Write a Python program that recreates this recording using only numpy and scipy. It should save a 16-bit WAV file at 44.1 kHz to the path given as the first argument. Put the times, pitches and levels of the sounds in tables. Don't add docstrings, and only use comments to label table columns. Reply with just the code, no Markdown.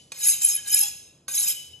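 import sys
import numpy as np
from scipy import signal
from scipy.fft import rfft, irfft
from scipy.io import wavfile

SR = 44100
rng = np.random.default_rng(int(sys.argv[2]) if len(sys.argv) > 2 else 0)


def digitize_waveform(pressure):
    field = np.atleast_2d(pressure).T
    bounded = np.clip(field, -1, 1)
    quanta = np.round(bounded * 32767).astype(np.int16)
    wavfile.write(sys.argv[1], SR, quanta)


N = 79380
T, HZ = np.arange(N) / SR, np.fft.rfftfreq(2 * N, 1 / SR)

# pitch_hz, level_db
MURMUR_TONE = [(20, -27), (45, -11), (68, -8.5), (84, 8), (102, -6.5), (124, 4), (200, -4.5), (500, -9.5),
               (1200, -22.5), (4000, -37), (16000, -57.5)]
# pitch_hz, likeness
MURMUR_LIKENESS = [(200, 1), (700, 0.88), (3000, 0.13)]
# pitch_hz, level_db
DYING_ECHO_TONE = [(1000, -28), (3000, -3), (7000, -0.5), (11000, -3.5), (13000, -40.5)]
# time_s, level_db
SINGING_LEVELS = [
    [(0, -54.5), (.04, -65), (.117, -74)],
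    [(1.485, -72), (1.505, -35.5), (1.535, -57), (1.57, -40.5), (1.61, -42.5), (1.64, -50), (1.675, -47),
     (1.712, -65), (1.738, -45), (1.77, -48.5), (1.8, -54)],
]
# start_s, ring_db, fade_s (time to drop 60 dB), crack_db
LANDINGS = [(0.1191, -29.5, 0.045, -32.5), (1.281, -34.5, 0.1, -32)]
# pitch_hz, first_landing_db, second_landing_db
CLINK_NOTES = [(553, -20.5, -17), (1133, -14, -10.5), (1545, -18, -5.5), (2470, -3, -11), (3756, -6.5, -3),
               (4350, -6.5, -8), (5084, -7.5, -5), (6440, -3, 0), (7840, -0.5, -9), (10080, -7, 4),
               (10880, -11.5, 6)]
# pitch_hz, level_db
CRACK_TONE = [(100, -14), (450, -4.5), (4000, 1), (11000, -3.5), (15000, -30.5)]
# pitch_hz, level_db
LONG_RING_NOTES = [(544, -27), (2998, -26.5), (3310, -31), (6335, -30.5)]
# time_s, friction_db
STROKE_FRICTION = [
    [(.125, -18), (.15, -13), (.2, -6.5), (.245, -2), (.29, 0.5), (.345, -2.5), (.37, -9.5), (.39, -19)],
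    [(.395, -18), (.422, -1.5), (.455, -3), (.495, -1.5), (.52, -4), (.575, -8), (.635, -19.5)],
    [(.645, -14), (.675, -5.5), (.715, -2), (.742, -1), (.755, -1), (.795, -0.5), (.835, -3), (.888, -7.5),
     (.91, -23.5)],
    [(1.285, -8.5), (1.315, -6.5), (1.355, -2.5), (1.43, -2), (1.465, -3.5), (1.486, -1), (1.508, -1.5),
     (1.53, -5)],
]
# pitch_hz, db_per_friction_db
FRICTION_RESPONSE = [(600, 0.6), (2500, 1), (5000, 1.84), (10000, 2.5)]
# pitch_hz, level_db
STEEL_TONE = [(40, -37), (85, -28.5), (200, -47.5), (600, -31), (1300, -29), (2300, -21), (4500, -14),
              (6050, -15.5), (6600, -2), (8700, -5.5), (11000, -2.5), (11900, -4), (13100, -9.5),
              (13700, -19.5), (15700, -26.5)]
# pitch_hz, width_hz, boost_db
STEEL_PEAKS = [(798, 45, 7.5), (1141, 66, 5), (1660, 130, 8.5), (2126, 90, 4), (2450, 32, 9),
               (2684, 117, 8.5), (3043, 42, 11), (3860, 130, 9), (5257, 183, 14), (6403, 84, 11),
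               (8153, 170, 11), (9440, 410, 6), (9820, 130, 4.5), (10890, 240, 9.5)]
# pitch_hz, width_hz
STEEL_GAPS = [(1870, 34), (2820, 76), (3290, 83)]
# time_s, pitch_hz, level_db
PRESSED_NOTE = [(0.229, 3040, -50), (0.359, 3050, -50), (.395, 3110, -57.5), (0.447, 3107, -39),
                (.54, 3084, -59.5), (.587, 3053, -36), (.635, 3040, -60.5), (.705, 3033, -38.5),
                (.8, 3120, -48.5), (0.866, 3380, -39.5), (.91, 3325, -60)]
# peak_s, pitch_hz, level_db, build_s
SQUEAL_EVENTS = [(0.245, 6440, -23.5, 0.0065), (0.279, 11200, -13.5, 0.01), (0.286, 11070, -12, 0.0021),
                 (.29, 1660, -49.5, 0.057), (0.3, 10870, -14, 0.0052), (.312, 9730, -18.5, 0.0084),
                 (0.423, 7270, -23, 0.0061), (0.451, 7436, -21.5, 0.024), (0.4511, 10160, -5, 0.0044),
                 (0.467, 10170, -16.5, .02), (0.491, 11040, -18.5, 0.0071), (0.546, 5225, -33.5, 0.029),
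                 (0.554, 11210, -20, .01), (.56, 2450, -51, 0.031), (0.567, 11160, -20, 0.0064),
                 (.592, 1660, -48.5, 0.03), (0.682, 1650, -46.5, 0.029), (.731, 11080, -19, .006),
                 (0.744, 5150, -18.5, .012), (0.747, 11250, -9, 0.0032), (0.754, 1694, -43.5, 0.026),
                 (.761, 8300, -27.5, 0.0057), (0.778, 6900, -25, 0.0063), (.78, 2424, -38, 0.035),
                 (.794, 11340, -18, .006), (0.816, 11120, -12.5, 0.0071), (.836, 823.5, -48.5, .014),
                 (0.835, 10080, -17, 0.0062), (.884, 7160, -27, 0.0057), (1.381, 6436, -21, 0.0029),
                 (1.409, 6440, -26, 0.0067), (1.39, 3943, -35.5, 0.028), (1.447, 7290, -24.5, 0.016),
                 (1.486, 9700, -25, 0.0066), (1.508, 10140, -22, 0.0064)]
# pitch_hz, gain_db
SQUEAL_TO_ROOM = [(1000, -2), (4000, -6), (10000, -9.5)]
# pitch_hz, fade_s
ECHO_FADE = [(300, 0.53), (1500, 0.76), (3500, 0.79), (7000, 0.61), (10000, 0.54), (14000, 0.3)]
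# pitch_hz, likeness
ECHO_LIKENESS = [(500, 0.21), (2200, 0.99)]
# pitch_hz, lead_radians
LEFT_LEAD = [(0, -3), (2400, 0.73), (4300, 1.59), (4750, -6), (5100, 4.5), (6200, 6.5), (9100, 9.5),
             (11300, 11.5), (15500, 14.5)]

NOTE_HZ = 2983
WOBBLE_HZ, WOBBLE_S = 43.8, 0.0032


def amp(db):
    return 10 ** (np.asarray(db) / 20)


def unit(x):
    return x / np.sqrt(np.mean(x ** 2) + 1e-20)


def read(points, hz):
    pitches, values = np.transpose(points)
    return np.interp(np.log(hz + 1), np.log(pitches + 1), values)


def level_curve(points):
    times, db = np.transpose(points)
    return np.interp(T, times, db, left=-200, right=-200)


def shape(x, gain):
    return irfft(rfft(x, 2 * N) * gain)[..., :N]


def ring_after(gain):
    cepstrum = irfft(np.log(np.maximum(gain, 1e-5)))
    cepstrum[1:N] *= 2
    cepstrum[N + 1:] = 0
    return np.exp(rfft(cepstrum))


def wander(seconds):
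    return unit(shape(rng.standard_normal(N), np.exp(-(HZ * seconds * 2) ** 2)))


def stereo_pair(a, b, likeness):
    same = np.clip(read(likeness, HZ), -1, 1)
    mid, side = shape(a, np.sqrt((1 + same) / 2)), shape(b, np.sqrt((1 - same) / 2))
    return np.array([mid + side, mid - side])


def room_murmur(level_db=-61.5):
    air = stereo_pair(*rng.standard_normal((2, N)), MURMUR_LIKENESS)
    return amp(level_db) * unit(shape(air, amp(read(MURMUR_TONE, HZ))))


def dying_echo(start_db=-54, fall_db_per_s=87.5):
    noise = unit(shape(rng.standard_normal(N), amp(read(DYING_ECHO_TONE, HZ))))
    return amp(start_db - fall_db_per_s * T) * noise


def singing_blade(lift_s=1.525, slide_hz_per_s=10000):
    last_note_s = SINGING_LEVELS[1][0][0]
    hz = NOTE_HZ + slide_hz_per_s * np.maximum(lift_s - T, 0) * (T > last_note_s)
    loudness = sum(amp(level_curve(note)) for note in SINGING_LEVELS)
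    return np.sqrt(2) * loudness * np.sin(2 * np.pi * np.cumsum(hz) / SR)


def clink(index, start_s, ring_db, fade_s, crack_db, rise_s=0.0003, crack_s=0.0059):
    age = np.maximum(T - start_s, 0)
    ring = sum(amp(levels[index]) * np.sin(2 * np.pi * (hz * age + rng.random()))
               for hz, *levels in CLINK_NOTES)
    crack = unit(shape(rng.standard_normal(N), amp(read(CRACK_TONE, HZ)))) * np.exp(-age / crack_s)
    rise = 1 - np.exp(-age / rise_s)
    return rise * (amp(ring_db - 60 * age / fade_s) * ring + amp(crack_db) * crack)


def long_ring(x, fade_s=0.54):
    notes = sum(amp(db) * np.sin(2 * np.pi * hz * T) for hz, db in LONG_RING_NOTES)
    fade = amp(-60 * T / fade_s)
    return signal.fftconvolve(x, notes * fade / np.linalg.norm(fade))[:N]


def grit(grains_per_s=4000, spread_db=1.5, hiss=0.48):
    sizes = rng.standard_normal(N) * amp(spread_db * np.minimum(rng.exponential(1, N), 4))
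    grains = sizes * (rng.random(N) < grains_per_s / SR)
    return unit(unit(grains) + hiss * rng.standard_normal(N))


def chirps(per_s=900, half_length_s=0.0075, low_hz=2014, high_hz=14990, max_glide_hz_per_s=6000):
    swarm, age = np.zeros(N + 4096), np.arange(-2048, 2048) / SR
    swell = np.exp(-(age / half_length_s) ** 2)
    for when, pitch, softness, glide, phase in rng.random((int(per_s * N / SR), 5)):
        hz = low_hz + pitch * (high_hz - low_hz)
        turns = hz * age + (glide - .5) * max_glide_hz_per_s * age ** 2 + phase
        at = int(when * N)
        swarm[at:at + len(age)] += amp(.5 - softness) * swell * np.sin(2 * np.pi * turns)
    return unit(swarm[len(age) // 2:][:N])


def blade_pitch():
    times, hz, _ = np.transpose(PRESSED_NOTE)
    return np.interp(T, times, hz, left=NOTE_HZ, right=NOTE_HZ)


def cut_gaps(x, depth_db=-11):
    hz, times, spectrum = signal.stft(x, SR, nperseg=1024, noverlap=896)
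    free_hz = hz[:, None] * NOTE_HZ / np.interp(times, T, blade_pitch())
    gaps = sum(np.exp(-((free_hz - centre) / width) ** 2) for centre, width in STEEL_GAPS)
    return signal.istft(spectrum * amp(depth_db * gaps), SR, nperseg=1024, noverlap=896)[1][:N]


def scrape(gain_db=-19.5, chirp_share=0.55):
    slips = cut_gaps(np.sqrt(1 - chirp_share) * grit() + np.sqrt(chirp_share) * chirps())
    friction_db = np.max([level_curve(stroke) for stroke in STROKE_FRICTION], axis=0)
    rubbing = np.zeros(N)
    for centre, response in FRICTION_RESPONSE:
        band = read([(hz, hz == centre) for hz, _ in FRICTION_RESPONSE], HZ)
        rubbing += shape(slips, band) * amp(friction_db * response)
    peaks = 1 + sum((amp(db) ** 2 - 1) / (1 + ((HZ - hz) / width) ** 2) ** 2
                    for hz, width, db in STEEL_PEAKS)
    steel_tone = unit(amp(read(STEEL_TONE, HZ)) * np.sqrt(abs(peaks)))
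    return amp(gain_db) * shape(rubbing, ring_after(steel_tone))


def pressed_blade(wobble):
    turns = np.cumsum(blade_pitch() + WOBBLE_HZ / 2 * wobble) / SR
    loudness = amp(level_curve([(time_s, db) for time_s, _, db in PRESSED_NOTE]))
    return loudness * np.sqrt(2) * np.sin(2 * np.pi * turns)


def squeal(peak_s, hz, db, build_s, wobble, flutter, let_go_cycles=23, roughness=0.1):
    from_peak = np.maximum((peak_s - T) / build_s, (T - peak_s) * hz / let_go_cycles)
    swell = np.exp(-np.minimum(from_peak ** 1.5, 20))
    turns = np.cumsum(hz + WOBBLE_HZ * np.sqrt(hz / 10000) * wobble) / SR
    return amp(db) * np.sqrt(2) * swell * (1 + roughness * flutter) * np.sin(2 * np.pi * turns)


def kitchen_echo(x, early_db=-16.5, early_s=0.02, bounces_per_s=900, tail_db=-9.5):
    hz, times, spectrum = signal.stft(rng.standard_normal((2, N)), SR, nperseg=256)
    fade = amp(-60 * times / read(ECHO_FADE, hz)[:, None])
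    tail = signal.istft(spectrum * fade, SR, nperseg=256)[1][:, :N] * np.minimum(T / .012, 1)
    bounces = rng.standard_normal((2, N)) * (rng.random((2, N)) < bounces_per_s / SR)
    early = bounces * np.exp(-T / early_s) * (T > .002)
    echo = (amp(tail_db) * unit(tail) + amp(early_db) * unit(early)) / np.sqrt(N)
    return signal.fftconvolve(x[None], stereo_pair(*echo, ECHO_LIKENESS), axes=1)[:, :N]


def scene():
    steel = scrape() + sum(clink(index, *row) for index, row in enumerate(LANDINGS))
    steel = steel + long_ring(steel)
    wobble, flutter = wander(WOBBLE_S), wander(WOBBLE_S)
    squeals = sum(squeal(*row, wobble, flutter) for row in SQUEAL_EVENTS) + pressed_blade(wobble)
    note = singing_blade()
    into_room = steel + shape(squeals, amp(read(SQUEAL_TO_ROOM, HZ))) + amp(1) * note
    echoes = kitchen_echo(into_room) + dying_echo()
    placed_note = note * amp([[3.75], [-3.75]])
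    left, right = steel + squeals + echoes + placed_note
    right = shape(right, np.exp(-1j * read(LEFT_LEAD, HZ)))
    return np.array([left, right]) + room_murmur()


def record(dry):
    low_pass = signal.firwin(511, 15850, window=("kaiser", 9), fs=SR)
    return signal.oaconvolve(dry, low_pass[None], "same")


dry = scene()
out = record(dry)
digitize_waveform(out)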